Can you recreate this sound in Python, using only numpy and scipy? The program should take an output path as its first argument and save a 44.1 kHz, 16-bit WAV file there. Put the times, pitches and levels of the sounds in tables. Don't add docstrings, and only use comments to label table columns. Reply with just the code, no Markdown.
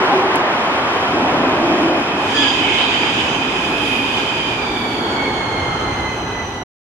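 import sys
import numpy as np
from scipy import signal
from scipy.fft import rfft, irfft, next_fast_len
from scipy.io import wavfile
from scipy.ndimage import uniform_filter1d, minimum_filter1d, map_coordinates

SR = 44100
rng = np.random.default_rng(int(sys.argv[2]) if len(sys.argv) > 2 else 0)


def unload_audio(sound):
    columns = np.transpose(np.atleast_2d(sound))
    steps = np.round(np.clip(columns, -1, 1) * 32767)
    wavfile.write(sys.argv[1], SR, steps.astype(np.int16))


N = 306450
TIME = np.arange(N) / SR
SIZE = next_fast_len(N)
FREQS = np.maximum(np.arange(SIZE // 2 + 1) * SR / SIZE, 1)

TAIL_S = (2, 2.63)
ROOF_S = (4.95, 5.06)

# frequency in Hz, likeness (-1 opposed to 1 identical).
LIKENESS_NEAR = [(100,.9995),(280,.998),(610,.96),(1250,.6),(1900,.1),(2600,-.6),(4500,-.65),(7000,-.8),(13500,-.8)]
# frequency in Hz, likeness (-1 to 1).
LIKENESS_FAR = [(100,.9995),(280,.997),(400,.98),(610,.88),(1000,.52),(1500,0),(2200,.22),(3700,-.2),(6400,.15),(9000,-.6),(13500,-.75)]


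def from_db(db):
    return 10 ** (np.asarray(db) / 20)


def rms_one(x):
    return x / np.sqrt(np.mean(x ** 2) + 1e-20)


def over_freqs(points):
    hz, value = np.transpose(points)
    return np.interp(np.log(FREQS), np.log(hz), value)


def pan(left_over_right_db):
    gains = from_db([[left_over_right_db], [0]])
    return np.sqrt(2) * gains / np.hypot(from_db(left_over_right_db), 1)


def drift(rate_hz):
    knots = rng.standard_normal(2048)
    return rms_one(map_coordinates(knots, [TIME * rate_hz], order=1, mode="wrap"))


def ramp(start_s, end_s):
    return np.clip((TIME - start_s) / max(end_s - start_s, 1e-3), 0, 1)


def swell(centre_s, half_s):
    return np.exp(-((TIME - centre_s) / half_s) ** 2)


def swells_db(rows):
    return sum(db * swell(centre_s, half_s) for centre_s, half_s, db in rows)


def stereo(mid, side, likeness):
    return np.sqrt(1 + likeness) * mid + np.sqrt(1 - likeness) * side * [[1], [-1]]


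def noise(spectrum, likeness):
    low_skirt = np.minimum(FREQS / spectrum[0][0], 1) ** 2
    high_skirt = np.minimum(spectrum[-1][0] / FREQS, 1) ** 2
    colour = from_db(over_freqs(spectrum)) * low_skirt * high_skirt
    mid, side = rfft(rng.standard_normal((2, SIZE))) * colour
    alike = np.clip(over_freqs(likeness), -1, 1)
    return rms_one(irfft(stereo(mid, side, alike), SIZE)[:, :N])


def blurred_tone(hz, width_hz, likeness, firmness=0):
    step = 16
    shape = (2, N // step + 1)
    white = rng.standard_normal(shape) + 1j * rng.standard_normal(shape)
    pole = np.exp(-2 * np.pi * .75 * width_hz * step / SR)
    flutter = signal.lfilter([1], [1, -2 * pole, pole * pole], white)
    flutter = flutter / np.abs(flutter) ** firmness
    carrier = np.exp(2j * np.pi * np.cumsum(hz + np.zeros(N)) / SR)
    at = np.arange(N) / step
    mid, side = [(np.interp(at, np.arange(len(f)), f) * carrier).real for f in flutter]
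    return rms_one(stereo(mid, side, np.clip(likeness, -1, 1)))


def passing(near, far):
    behind = ramp(2.13, 2.38)
    return np.sqrt(1 - behind) * near + np.sqrt(behind) * far


def receding(beside_db, behind_db, loss_db_per_s):
    step_db = (behind_db - beside_db) * ramp(*TAIL_S)
    return beside_db + step_db - loss_db_per_s * np.maximum(TIME - TAIL_S[1], 0)


def wheels_gone():
    return ramp(4.51, 4.78)


def rumble_level(start_db=-41.0, growth_db_per_s=1.1, roof_db=5.0, build_s=0.95):
    # centre in seconds, half length in seconds, rise in dB.
    surges = [(1.35, 0.33, 4), (3.25, 0.16, 3.5)]
    roof = roof_db * ramp(ROOF_S[0], ROOF_S[0] + build_s)
    return start_db + growth_db_per_s * TIME + swells_db(surges) + roof


def drumming_level(swing_db=1.0, period_s=1.48, peak_s=3.56):
    # centre in seconds, half length in seconds, extra drumming in dB.
    bogie_passes = [(0.15, 0.18, 2.5), (1.18, 0.064, 7.5), (1.417, 0.15, 3.5), (1.76, 0.39, 2.5)]
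    base_db = receding(beside_db=-26.5, behind_db=-25.0, loss_db_per_s=0.68)
    cycle = np.cos(2 * np.pi * (TIME - peak_s) / period_s)
    return base_db + swells_db(bogie_passes) + swing_db * ramp(*TAIL_S) * cycle


def roar_level(roof_db=2.5, front_db=3.5):
    base_db = receding(beside_db=-19.5, behind_db=-21.5, loss_db_per_s=1.17)
    return base_db + front_db * (1 - ramp(0, TAIL_S[0])) + roof_db * ramp(*ROOF_S)


def rolling(uneven_db=0.42):
    # frequency in Hz, relative density in dB.
    rumble_near = [(18,-48.5),(30,-30),(45,3),(60,5),(85,11),(120,12),(170,4.5),(300,-37)]
    # frequency in Hz, relative density in dB.
    rumble_far = [(18,-38),(30,-21),(42,-3),(54,-0.5),(72,-1),(115,1.5),(170,-3),(300,-40)]
    # frequency in Hz, relative density in dB.
    body_colour = [(70, -40.5), (130, -12), (205, -5), (270, 0), (320, -1), (410, -2), (490, -16.5),
                   (800, -41)]
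    # frequency in Hz, relative density in dB.
    roar_near = [(250,-14.5),(450,-5.5),(650,-1.5),(850,-0.5),(1050,0),(1300,-4.5),(2000,-9),(3200,-14.5),(4200,-22),(7000,-43.5)]
    # frequency in Hz, relative density in dB.
    roar_far = [(250, -22.5), (450, -1), (600, -4), (860, 2.5), (1150, -3), (1450, -4), (2000, -10),
                (3200, -27), (4200, -22), (7000, -64.5)]
    rumble = passing(noise(rumble_near, LIKENESS_NEAR), noise(rumble_far, LIKENESS_NEAR))
    body = noise(body_colour, LIKENESS_NEAR)
    roar = passing(noise(roar_near, LIKENESS_NEAR) * pan(-.4), noise(roar_far, LIKENESS_FAR) * pan(-1.7))
    rumble = rumble * from_db(rumble_level())
    body = body * from_db(drumming_level() + uneven_db * drift(22))
    roar = roar * from_db(roar_level() + uneven_db * drift(14))
    return rumble + body + roar


def singing_level(rise_db=8, rise_s=0.8, drop_db=8, lull_db=2):
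    base_db = receding(beside_db=-24.5, behind_db=-18.5, loss_db_per_s=3.0)
    lull = lull_db * swell(3.55, 0.28)
    return base_db - rise_db * (1 - ramp(0, rise_s)) - drop_db * wheels_gone() - lull


def sizzle_level(drop_db=5):
    # centre in seconds, half length in seconds, rise in dB.
    flares = [(2.27, 0.08, 4), (3.88, 0.28, 8), (4.9, 0.12, 2.5)]
    base_db = receding(beside_db=-48.5, behind_db=-50.0, loss_db_per_s=-0.5)
    return base_db + swells_db(flares) - drop_db * wheels_gone()


def rails(shielded_db=-8, uneven_db=1.0, wander_hz=22, hiss_drop_db=3.0, flutter_db=1.27):
    # frequency in Hz, width in Hz, relative level in dB,
    # left-over-right in dB, channel likeness (-1 to 1).
    rail_modes = [(1632,97,-14,-1,-0.32),(2545,500,-4.5,-5,0),(3074,105,-5,-7,-0.1),(3340,450,-7,-3.5,-0.28),(4750,230,-24,5,-.1),(6780,170,-28,-4,0.27)]
    # frequency in Hz, relative density in dB.
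    hiss_near = [(1400,-8),(2100,7),(2520,18.5),(2800,13.5),(3100,14.5),(3700,0),(4300,-0.5),(5000,7),(6200,0),(8000,-5),(10000,-42),(14000,-36)]
    # frequency in Hz, relative density in dB.
    hiss_far = [(1200,-1),(2200,10.5),(3400,6.5),(4100,3),(5000,4.5),(6000,2),(6900,0.5),(8200,-3.5),(10000,-14),(14000,-48.5)]
    # frequency in Hz, relative density in dB.
    sizzle_colour = [(5000,-9),(7500,-11.5),(8500,-3),(9300,-1),(10400,9),(12000,-3.5),(13000,-8.5),(14000,-22.5)]
    ringing = 0
    for hz, width_hz, db, side_db, alike in rail_modes:
        gain = from_db(db + flutter_db * drift(28)) * pan(side_db)
        ringing = ringing + gain * blurred_tone(hz + wander_hz * drift(11), width_hz, alike)
    ringing = ringing * from_db(shielded_db * (1 - ramp(1.97, 2.49)))
    hiss = passing(noise(hiss_near, LIKENESS_NEAR) * pan(.4), noise(hiss_far, LIKENESS_FAR) * pan(-0.88))
    hiss_db = receding(beside_db=-30, behind_db=-31.5, loss_db_per_s=1.5) - hiss_drop_db * wheels_gone()
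    sizzle = from_db(sizzle_level()) * noise(sizzle_colour, LIKENESS_NEAR)
    contact = from_db(uneven_db * drift(16))
    return contact * (from_db(singing_level()) * ringing + from_db(hiss_db) * hiss + sizzle)


def whine_level(full_db=-31, rise_db_per_s=7, drive_by_s=2.6, roof_db=1.0):
    return full_db - rise_db_per_s * np.maximum(drive_by_s - TIME, 0) + roof_db * ramp(*ROOF_S)


def whine(core_swing_db=0.9, core_wobble_hz=6, waver_hz=15, masked_db=-4, firmness=0.2, covered_db=-4):
    # time in seconds, pitch in Hz.
    pitch_path = [(0, 2545), (3.95, 2500), (4.5, 2440), (4.64, 2365), (4.95, 2265), (5.25, 2208),
                  (5.62, 2128), (6.05, 2056), (6.63, 1980)]
    # centre in seconds, half length in seconds, change in dB.
    tone_swells = [(4.0, 0.11, 5), (4.65, 0.1, 2), (5.06, 0.08, -9), (5.26, 0.07, 6), (5.63, 0.1, 4),
                   (5.78, 0.04, -5), (6.08, 0.05, 6), (6.22, 0.05, -10), (6.4, 0.05, 2.5), (6.5, 0.04, -7)]
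    # multiple of the pitch, relative level in dB, width in Hz,
    # left-over-right in dB, channel likeness (-1 to 1).
    partials = [(1,2,85,-7.5,0.2),(1.5,-16.5,240,-4.5,-0.2),(2,-3,102,3,-0.32),(2.5,-26,170,-0.5,-0.5),(3,-20,95,2,0.3),(3.5,-26,260,-2.5,-0.44),(4,-24.5,300,-5.5,-0.53),(4.5,-40,300,-2,-0.5),(5,-26.5,420,-2,-0.49),(6,-26.5,420,-1,-0.5)]
    # frequency in Hz, gain in dB.
    radiation = [(2000,-10.5),(2500,2),(3100,10.5),(3500,18),(3950,-4.5),(4500,-0.5),(5100,-3),(5600,-2),(6000,13),(6300,5),(6800,0),(7400,-3.5),(10300,-5.5),(11400,3.5),(12300,-3),(13400,-20)]
    pitch = np.interp(TIME, *np.transpose(pitch_path)) + waver_hz * drift(14) * (1 - wheels_gone())
    core = np.sin(2 * np.pi * np.cumsum(pitch + core_wobble_hz * drift(40)) / SR)
    swelling = from_db(swells_db(tone_swells))
    emerging = from_db(masked_db * (1 - wheels_gone()) + covered_db * (1 - ramp(*TAIL_S)))
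    out = swelling * from_db(core_swing_db * drift(20)) * ramp(3.2, 4.96) * core * pan(-4.5)
    for multiple, db, width_hz, side_db, alike in partials:
        hz = pitch * multiple
        gain = from_db(db + np.interp(hz, *np.transpose(radiation)))
        gain = gain * (swelling if multiple == 1 else emerging)
        out = out + gain * pan(side_db) * blurred_tone(hz, width_hz, alike, firmness)
    return from_db(whine_level()) * out


def howls(edge_s=0.012, wobble_hz=15, wobble_rate_hz=110):
    # start in seconds, length in seconds, starting pitch in Hz, glide in Hz per second,
    # level in dB, left-over-right in dB.
    howl_events = [(0.0, 0.07, 392, -100, -19, 0), (0.02, 0.13, 1040, -100, -28, 6),
                   (0.09, 0.055, 805, 0, -18, 1), (0.14, 0.07, 376, -150, -16.5, 0),
                   (0.22, 0.04, 800, 300, -19.5, 1), (0.24, 0.07, 386, -150, -22, 0),
                   (0.32, 0.13, 366, 0, -27, 0), (1.41, 0.11, 280, -150, -22.5, 0),
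                   (1.82, 0.07, 335, 0, -24, 0), (2.35, 0.14, 1728, -450, -25, -4.5),
                   (2.355, 0.025, 4740, 0, -31, 0), (2.405, 0.035, 4890, 0, -29.5, 2),
                   (2.48, 0.04, 4850, -2000, -29, -2), (2.63, 0.19, 2215, -200, -29.5, -3.5)]
    out = np.zeros((2, N))
    waver = wobble_hz * drift(wobble_rate_hz)
    for start, length, hz, glide, db, side_db in howl_events:
        end = start + length
        slipping = ramp(start - edge_s, start + edge_s) * (1 - ramp(end - edge_s, end + edge_s))
        on = slipping > 0
        pitch = hz + glide * (TIME[on] - start) + waver[on] * np.sqrt(hz / 1000)
        tone = np.sqrt(2) * np.sin(2 * np.pi * np.cumsum(pitch) / SR)
        out[:, on] += from_db(db) * slipping[on] * pan(side_db) * tone
    return out


def knocks(rise_s=0.003, decay_s=0.0082):
    # peak time in seconds, level in dB.
    blow_events = [(0.347, -16.5), (1.27, -14.5), (1.455, -19), (1.525, -19.5)]
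    # frequency in Hz, relative density in dB.
    knock_colour = [(250, -1), (900, 5), (1900, -12.5), (3500, -22)]
    blows = 0
    for peak_s, db in blow_events:
        decay = np.exp(-np.maximum(TIME - peak_s, 0) / decay_s)
        blows = blows + from_db(db) * ramp(peak_s - rise_s, peak_s) * decay
    return blows * noise(knock_colour, LIKENESS_NEAR)


def ticks(decay_s=0.0031, low_hz=5500):
    # start in seconds, level in dB before the high-pass.
    tick_events = [(0.357, -13.5)]
    bursts = sum(from_db(db) * (TIME >= s) * np.exp(-np.abs(TIME - s) / decay_s) for s, db in tick_events)
    high_pass = signal.butter(2, low_hz, "high", fs=SR, output="sos")
    bright = signal.sosfilt(high_pass, bursts * rng.standard_normal(N) + 1e-18)
    return bright * [[1], [-.6]]


def squeals(rise_s=0.01, fall_s=0.061, firmness=0.35):
    # start in seconds, length in seconds, frequency in Hz, width in Hz, level in dB,
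    # left-over-right in dB (reduced below 2 kHz).
    squeal_events = [(1.14, 0.86, 655, 170, -23, -5), (1.14, 0.74, 300, 70, -25, 0),
                     (1.6, 0.42, 315, 55, -20.5, -4), (1.55, 0.75, 170, 30, -37, 0),
                     (2.37, 0.17, 1680, 50, -35, -4.5), (2.35, 0.17, 6650, 400, -37, -0.5),
                     (2.35, 0.16, 4800, 190, -30, 0), (2.365, 0.145, 3250, 260, -17.5, -6),
                     (2.62, 0.22, 2400, 110, -28, -3.5), (2.77, 0.08, 3080, 130, -19.5, -7),
                     (4.38, 0.06, 3100, 90, -24, -7), (2.776, 0.14, 3750, 500, -28.5, -2),
                     (2.78, 0.3, 4670, 140, -38, 0), (3.28, 0.12, 6200, 300, -41, 0),
                     (4.74, 0.3, 9200, 600, -54, 0), (4.82, 0.5, 420, 30, -31.5, 0),
                     (5.093, 0.13, 1434, 110, -31.5, 0), (2.55, 0.55, 1950, 260, -35, -3),
                     (3.85, 0.7, 4560, 350, -44, 0), (3.9, 0.62, 3100, 70, -31, -6),
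                     (5.6, 1, 3060, 50, -40, -5), (6.15, 0.45, 5000, 120, -53, 0),
                     (2.52, 0.1, 4880, 120, -37, 0), (2.28, 0.4, 280, 25, -30, 0),
                     (3.82, 0.3, 270, 18, -29, 0), (4.6, 0.45, 245, 25, -32, 0),
                     (5.66, 0.22, 1290, 86, -30, -2), (6.07, 0.46, 2540, 50, -38.5, -5)]
    out = 0
    for start, length, hz, width_hz, db, side_db in squeal_events:
        end = start + length
        rubbing = ramp(start - rise_s, start + rise_s) * (1 - ramp(end - fall_s / 2, end + fall_s))
        alike = np.interp(hz, FREQS, over_freqs(LIKENESS_FAR))
        shaded = min(hz / 2000, 1) ** 2
        tone = blurred_tone(hz, width_hz, alike, firmness)
        out = out + from_db(db) * rubbing * pan(side_db * shaded) * tone
    return out


def hum(hz=118, level_db=-42, width_hz=3.4):
    return from_db(level_db) * ramp(1.6, 3.3) * blurred_tone(hz, width_hz, 1)


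def thumps(half_s=0.019):
    # centre in seconds, frequency in Hz, envelope peak in dB.
    thump_events = [(4.715, 56, -30), (5.624, 86, -22), (5.94, 56, -25)]
    out = 0
    for s, hz, db in thump_events:
        out = out + from_db(db) * swell(s, half_s) * np.sin(2 * np.pi * hz * (TIME - s))
    return out


def scene():
    return rolling() + rails() + whine() + howls() + knocks() + ticks() + squeals() + hum() + thumps()


def record(dry, end_s=6.632, fade_share=0.43, ceiling=.9, cutoff_hz=14100):
    faded = dry * (1 - fade_share * ramp(5.9, 6.59))
    gated = faded * ramp(0, .002) * (1 - ramp(end_s - .004, end_s + .004))
    allowed = ceiling / np.maximum(np.abs(gated).max(axis=0), ceiling)
    gain = uniform_filter1d(minimum_filter1d(allowed, size=201), size=201)
    low_pass = signal.ellip(10, .1, 80, cutoff_hz, fs=SR, output="sos")
    return signal.sosfilt(low_pass, gated * gain)


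dry = scene()
out = record(dry)
unload_audio(out)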